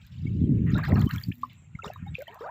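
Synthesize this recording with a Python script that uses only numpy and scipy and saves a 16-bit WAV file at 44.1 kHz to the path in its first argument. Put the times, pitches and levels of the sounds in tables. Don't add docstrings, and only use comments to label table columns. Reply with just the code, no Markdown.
import sys
import numpy as np
from scipy import signal
from scipy.fft import rfft, irfft
from scipy.io import wavfile
from scipy.ndimage import uniform_filter1d

SR = 44100
rng = np.random.default_rng(int(sys.argv[2]) if len(sys.argv) > 2 else 0)


def volts(x):
    e = np.asarray(x, float) / 20
    return 10 ** e


def materialize(psi):
    bounded = np.clip(np.atleast_2d(psi).T, -1, 1)
    quanta = np.round(bounded * 32767).astype(np.int16)
    wavfile.write(sys.argv[1], SR, quanta)


N = 110250


def evened(x):
    return x / np.sqrt(np.mean(x ** 2) + 1e-20)


def read(points, hz):
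    f, value = np.transpose(points)
    return np.interp(np.log(hz + 1), np.log(f + 1), value)


def colour(x, points):
    size = len(x) + 4096
    gain = volts(read(points, np.fft.rfftfreq(size, 1 / SR)))
    return irfft(rfft(x, size) * gain, size)[:len(x)]


def add(mix, start_s, sound):
    part = mix[round(start_s * SR):][:len(sound)]
    part += sound[:len(part)]


def sparse(per_s, spread_db):
    chance, size, sign = rng.random((3, N))
    strength = volts(spread_db * np.minimum(-np.log(size + 1e-9), 3))
    return (chance < per_s / SR) * np.sign(sign - .5) * strength


def glide(hz, length_s, octaves, bend):
    u = np.arange(0, length_s, 1 / SR) / length_s
    pitch = hz * 2 ** (octaves * u ** bend)
    return np.sin(2 * np.pi * np.cumsum(pitch) / SR), u


def drift(size):
    return evened(uniform_filter1d(uniform_filter1d(rng.standard_normal(N), size), size))


def patchy(depth_db):
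    z = signal.stft(rng.standard_normal(N + 512), nperseg=512, noverlap=384)[2]
    field = uniform_filter1d(rng.standard_normal(z.shape), size=3, axis=0)
    field = uniform_filter1d(field, size=14, axis=1)
    return evened(signal.istft(z * volts(depth_db * evened(field)), nperseg=512, noverlap=384)[1][:N])


# t/s, level/dB
WIND_STRENGTH = [(0, -46.5), (.09, -52.5), (.12, -38.5), (.27, -24), (.5, -19), (.78, -21), (.85, -27.5),
                 (.93, -17.5), (1.065, -21), (1.1, -38), (1.16, -23.5), (1.22, -42.5), (1.3, -22.5),
                 (1.35, -52), (1.97, -44), (2.03, -31.5), (2.14, -32), (2.17, -58)]
# f/Hz, level/dB
WIND_TONE = [(25, -59), (50, -19.5), (90, -1.5), (200, -5), (400, -21.5), (600, -44), (900, -94.5)]
EDDIES_PER_S, EDDY_SPREAD_DB, EDDY_DB = 450, -2, -1.5
CALM_DULL_DB = 2
STEADY, STEADY_S = 0.38, 0.016


def eddies():
    level_db = np.interp(np.arange(N) / SR, *np.transpose(WIND_STRENGTH))
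    x = evened(colour(sparse(EDDIES_PER_S, EDDY_SPREAD_DB), WIND_TONE))
    span = round(STEADY_S * SR)
    power = uniform_filter1d(uniform_filter1d(x ** 2, span), span)
    x = evened(x / (power + 0.0089) ** (STEADY / 2))
    low = signal.filtfilt(*signal.butter(2, 170, fs=SR), x)
    dulling = volts(CALM_DULL_DB * (level_db - level_db.max()))
    return volts(level_db + EDDY_DB) * (low + (x - low) * dulling)


# t/s (centre), level/dB (peak), f/Hz
GUST_THUMPS = [(0.256, -17, 183), (0.417, -12, 191.5), (0.441, -9.5, 170), (0.502, -15, 198),
               (0.523, -11, 191), (0.736, -8.5, 158), (0.774, -15, 180), (0.93, -6, 163), (1.008, -11, 127),
               (1.041, -9.5, 117), (1.067, -11.5, 189), (1.287, -16, 157), (1.753, -26, 133),
               (1.868, -29.5, 152), (0.049, -39.5, 97), (0.594, -21, 190.7), (.687, -14.5, 130),
               (.968, -15, 150), (1.305, -20.5, 176), (2.028, -25, 139), (1.138, -18.5, 144)]
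BUFFET_TURNS, BUFFET_LEAN = 0.94, 0.27


def add_buffets(air):
    t = np.arange(-800, 800) / SR
    for s, db, hz in GUST_THUMPS:
        hump = np.exp(-(t * hz / BUFFET_TURNS * 2) ** 2)
        thump = volts(db) * np.cos(2 * np.pi * (hz * t + BUFFET_LEAN))
        at = round(s * SR) - 800
        add(air, at / SR, hump * (thump - air[at:at + len(t)]))


# t/s (start), level/dB, f/Hz, length/s, rise/octaves
PORT_MOAN = (1.335, -51, 238, .165, .07)


def add_moan(air):
    s, db, hz, length, octaves = PORT_MOAN
    tone, u = glide(hz, length, octaves, 1)
    level = volts(db + 3.0 * drift(size=300)[:len(u)])
    add(air, s, level * tone * np.sin(np.pi * u) ** .3)


def wind():
    air = eddies()
    add_buffets(air)
    add_moan(air)
    return air


SWARM_PER_S, SWARM_SPREAD_DB, SWARM_DB = 2200, 4.5, 0.5
FIZZ_DB, CRACKLE_DB, CRACKLE_PER_S = -4, -3.5, 1100


def froth():
    swarm = np.zeros(N)
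    for hz, (long, rise) in zip(np.geomspace(400, 9000, num=36), rng.random((36, 2))):
        tone, u = glide(hz, (9 + 22 * long) / hz + .004, .34 * rise * min(1, 1500 / hz), 1.3)
        grain = tone * np.sin(np.pi * u ** 0.88)
        grain = grain / np.linalg.norm(grain)
        swarm += np.sqrt(hz) * signal.oaconvolve(sparse(SWARM_PER_S / 36, SWARM_SPREAD_DB), grain)[:N]
    fizz = patchy(depth_db=6.0)
    bursts = signal.oaconvolve(sparse(CRACKLE_PER_S, 12.0), volts(-np.arange(60) / 2.))[:N]
    crackle = bursts * rng.standard_normal(N)
    return volts(SWARM_DB) * evened(swarm) + volts(FIZZ_DB) * evened(fizz) + volts(CRACKLE_DB) * evened(crackle)


# t/s (start), level/dB, f/Hz (centre), length/s
WATER_FOLDS = [(0.007, -63.5, 3350, 0.076), (0.112, -63.5, 3050, 0.29), (0.54, -68.5, 2070, 0.14),
               (0.657, -49, 1750, 0.086), (0.707, -57.5, 3510, 0.081), (0.768, -38, 1700, 0.034),
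               (0.744, -44, 700, 0.065), (0.871, -41.5, 723, 0.11), (0.829, -34, 1570, 0.025),
               (0.838, -50, 3430, 0.053), (0.877, -44.5, 1480, 0.048), (0.95, -40.5, 1370, 0.063),
               (0.951, -64, 3980, 0.29), (1.086, -43.5, 1490, 0.076), (1.129, -45.5, 5040, 0.016),
               (1.199, -59.5, 2310, 0.047), (1.407, -63.5, 3270, 0.053), (1.487, -60, 2770, 0.059),
               (1.831, -46, 1300, 0.04), (1.836, -56.5, 4300, 0.052), (1.88, -60, 1630, 0.18),
               (1.826, -44.5, 486, 0.059), (2.381, -63.5, 3780, 0.066), (2.134, -56, 2720, 0.097),
               (2.267, -58.5, 2220, 0.074), (2.316, -53, 1040, 0.086), (2.403, -53, 1290, 0.33)]
SLOSH_OCTAVES, SLOSH_RISE_S, SLOSH_FADE_DB = 0.46, 0.01, -4.5
SHEEN_DB = -32


def sloshes():
    foam = froth()
    water = np.zeros(N)
    for s, db, hz, length in WATER_FOLDS:
        part = foam[round(s * SR):][:round(2 * length * SR)]
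        t, f = np.arange(len(part)) / SR, np.fft.rfftfreq(len(part), 1 / SR)
        band = np.exp(-(np.log2((f + 1) / hz) / SLOSH_OCTAVES) ** 2 / 2)
        sheen = volts(SHEEN_DB + read(SPRAY_TONE, f)) * (hz / 3000) ** 2
        sound = irfft(rfft(part) * (band + sheen), len(part))
        rise = np.minimum(t / SLOSH_RISE_S, 1) ** 2
        add(water, s, evened(sound) * rise * volts(db + SLOSH_FADE_DB * (t / length) ** 3))
    return water


# t/s (start), level/dB (peak), f/Hz, length/s
FALLING_DRIPS = [(0.264, -42.5, 2156, 0.018), (0.743, -36, 3620, 0.0063), (.92, -27.5, 1915, 0.0038),
                 (1.005, -40, 4000, 0.0061), (1.018, -36, 3100, 0.0037), (1.068, -42.5, 2960, 0.02),
                 (1.314, -45.5, 1700, 0.014), (1.181, -35.5, 3200, 0.0046), (1.237, -30.5, 4480, 0.0036),
                 (1.432, -21.5, 1062, 0.01), (1.751, -40, 2063, 0.0081), (1.788, -34.5, 1304, 0.017),
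                 (1.82, -40.5, 2590, 0.0088), (1.845, -25, 950, 0.0031), (1.859, -32.5, 1290, 0.0054),
                 (1.878, -39, 2730, 0.0061), (1.9, -31, 670, 0.007), (1.925, -49.5, 1660, 0.022),
                 (1.959, -35.5, 1068, 0.0068), (2.049, -55.5, 2106, 0.034), (2.061, -43.5, 781, 0.026),
                 (2.152, -24.5, 2454, 0.0038), (2.268, -44, 1840, 0.0085), (2.28, -40, 2970, 0.0073),
                 (2.44, -38, 1445, 0.0097), (.694, -47, 2600, .006), (0.704, -46.5, 6500, 0.0036),
                 (0.764, -36.5, 3700, 0.0032), (.783, -46, 7100, 0.0032), (.838, -37.5, 4180, 0.0031),
                 (0.873, -52, 5270, 0.0036), (0.948, -48, 5220, 0.0055), (.956, -40, 4140, 0.0055),
                 (.956, -38.5, 2640, .005), (0.995, -42.5, 4320, .005), (1.11, -35.5, 4040, 0.0026),
                 (1.11, -35.5, 2770, 0.0038), (1.16, -37.5, 2220, 0.0061), (1.213, -41.5, 1820, 0.0036),
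                 (1.829, -42, 2100, 0.0071), (1.842, -36, 3590, 0.0048), (1.836, -46, 6900, .003),
                 (1.861, -40.5, 3380, 0.0036), (1.862, -43, 7140, 0.0042), (1.863, -49, 5280, 0.0035),
                 (1.909, -51, 2540, 0.011), (2.073, -53.5, 3620, 0.028), (2.147, -39, 3240, 0.0025),
                 (2.185, -50, 2280, 0.0042), (2.21, -39.5, 2120, 0.0048)]
SLAP = .035
DRIP_RISE, DRIP_PEAK_AT, DRIP_FADE = .08, .42, 1.5


def drips(wobble):
    out = np.zeros(N)
    for s, db, hz, length in FALLING_DRIPS:
        tone, u = glide(hz, length * 1.068, DRIP_RISE, 0.56)
        v = u ** (np.log(.5) / np.log(DRIP_PEAK_AT))
        ring = tone * abs(np.sin(np.pi * v)) ** DRIP_FADE
        slap = SLAP * rng.standard_normal(len(u)) * np.exp(-u / .15)
        add(out, s, volts(db) * (ring + np.convolve(slap, np.hanning(8) / 2, "same")))
    return out * np.sqrt(wobble)


# t/s (start), level/dB (peak), f/Hz (start), length/s, rise/octaves
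MUD_POCKETS = [ (.75, -35.5, 1343, 0.018, 0.17), (0.788, -33, 1020, 0.021, 0.83),
               (.895, -33, 450, .045, .9), (1.072, -44.5, 1070, 0.034, 0.3),
               (1.104, -35.5, 1374, 0.014, 0.74), (1.316, -36.5, 2200, 0.011, 0.72),
               (2.183, -36, 497, 0.047, 0.34), (2.278, -46.5, 651, 0.033, 0.2),
               (2.28, -48.5, 888, 0.033, 0.21), (2.3, -53, 400, .045, .3), (2.356, -49, 600, .043, 1.2),
               (2.408, -37, 429.7, 0.066, 1.02), (2.425, -43.5, 419.7, 0.084, 0.86),
               (2.438, -39.5, 927, 0.017, 0.091), (2.453, -41, 1144, 0.042, 0.57),
               (2.466, -37, 628, 0.037, 0.87), (.665, -46, 1920, 0.036, 0.1),
               (0.817, -40.5, 2200, 0.0091, 0.37), (.826, -36, 1543, 0.012, 0.22),
               (0.844, -38, 1520, 0.012, 0.81), (0.859, -37, 1476, 0.019, 0.75),
               (0.884, -36, 1330, 0.0092, 0.03), (0.961, -46, 1660, .018, -0.038),
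               (0.977, -37, 1290, 0.012, .25), (1.016, -38, 1870, 0.0085, 0.38),
               (1.022, -38, 3260, 0.0068, 0.83), (1.852, -53, 5000, .011, .4),
               (1.932, -59, 3830, .04, -.02), (2.205, -50.5, 1625, .03, -0.21),
               (2.412, -41, 1030, 0.011, 0.33), (0.038, -61, 1520, .022, 0.23)]
GURGLE_BEND, GURGLE_RISE_S, GURGLE_FALL_S = 1.4, .0015, .005


def gurgles(wobble):
    mud = np.zeros(N)
    for s, db, hz, length, octaves in MUD_POCKETS:
        tone, u = glide(hz, length, octaves, GURGLE_BEND)
        rise = np.minimum(u * length / GURGLE_RISE_S, 1)
        fall = np.minimum((1 - u) * length / GURGLE_FALL_S, 1)
        add(mud, s, volts(db - 1.0 * u) * tone * rise * fall)
    return mud * wobble


# t/s, level/dB (peak)
DROPLETS = [(0.066, -44), (0.7193, -47), (0.78, -36), (0.834, -45), (0.8658, -54), (0.8884, -35.5),
            (0.9425, -33), (0.9937, -32.5), (1.013, -28), (1.059, -38), (1.0912, -36), (1.16, -27.5),
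            (1.2, -44), (1.2333, -33.5), (1.5313, -46.5), (1.842, -46), (1.88, -46), (1.975, -55),
            (2.065, -51), (2.083, -58), (1.139, -37.5), (1.148, -47), (1.119, -40), (.76, -48), (0.85, -51),
            (2.392, -54), (2.42, -55), (1.9353, -39.5), (2.189, -38), (2.2042, -45), (2.2205, -34),
            (2.2782, -43.5), (2.3447, -40), (2.4089, -52.5)]
# f/Hz, level/dB
SPRAY_TONE = [(2000, 2.5), (4500, -33.5), (7500, 9), (8700, -22), (10000, -8.5), (12500, 9.5), (15200, 17),
              (15900, -19.5)]
TICK_T60, TICK_DB = 0.0057, -5
MIST_MID_S, MIST_WIDTH_S, MIST_DB, MIST_PER_S = 1.198, 0.18, -62.5, 960


def spray():
    ticks, t = np.zeros(N), np.arange(1500) / SR
    for (s, db), puff in zip(DROPLETS, rng.standard_normal((len(DROPLETS), 1500))):
        add(ticks, s, volts(db + TICK_DB - 60 * t / TICK_T60) * np.minimum(t / 0.0012, 1) * puff)
    hump = np.exp(-((np.arange(N) / SR - MIST_MID_S) / MIST_WIDTH_S) ** 2)
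    puffs = signal.oaconvolve(sparse(MIST_PER_S, 9.6), np.hanning(130))[:N]
    mist = evened(puffs * rng.standard_normal(N))
    body = signal.lfilter(*signal.butter(2, [2500, 7500], "band", fs=SR), ticks)
    return colour(ticks + volts(MIST_DB) * hump * mist, SPRAY_TONE) + volts(4.5) * body


ECHO_DB, ECHO_T60 = -13, .07


def shore(x):
    t = np.arange(6000) / SR
    tail = rng.standard_normal(6000) * volts(-60 * t / ECHO_T60) * np.minimum(t / 0.0073, 1)
    return x + volts(ECHO_DB) * signal.oaconvolve(x, tail / np.linalg.norm(tail))[:N]


# t/s (start), level/dB, f/Hz (start), length/s, slide/octaves
BIRD_CALLS = [
    (1.568, -67, 7700, .16, -.09),
    (2.105, -68, 7850, .05, -.08),
]


def bird():
    out = np.zeros(N)
    for s, db, hz, length, octaves in BIRD_CALLS:
        tone, u = glide(hz, length, octaves, 1)
        blur = 1 + .8 * drift(size=70)[:len(u)]
        add(out, s, volts(db) * tone * blur * np.minimum(u / .1, 1) * (1 - u))
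    return out


# f/Hz, level/dB
HUSH_TONE = [(24, -42), (40, -9), (121, -1), (433, -27.5), (2700, -24), (5050, -48), (7360, -30.5),
             (9220, -53.5), (16000, -58)]
HUSH_DB = -60


def hush():
    swell_db = 1.5 * drift(size=3000)
    return volts(HUSH_DB + swell_db) * evened(colour(patchy(depth_db=4.0), HUSH_TONE))


def scene():
    wobble = volts(2.4 * drift(size=150))
    water = sloshes() + drips(wobble) + gurgles(wobble) + spray()
    return (wind() + shore(water) + bird() + hush())[None]


def top_cut(x):
    return signal.sosfilt(signal.butter(12, 16830, fs=SR, output="sos"), x)


def record(dry):
    x = signal.lfilter(*signal.butter(3, 50, "high", fs=SR), dry)
    return top_cut(0.68 * np.tanh(x / 0.68))


dry = scene()
out = record(dry)
materialize(out)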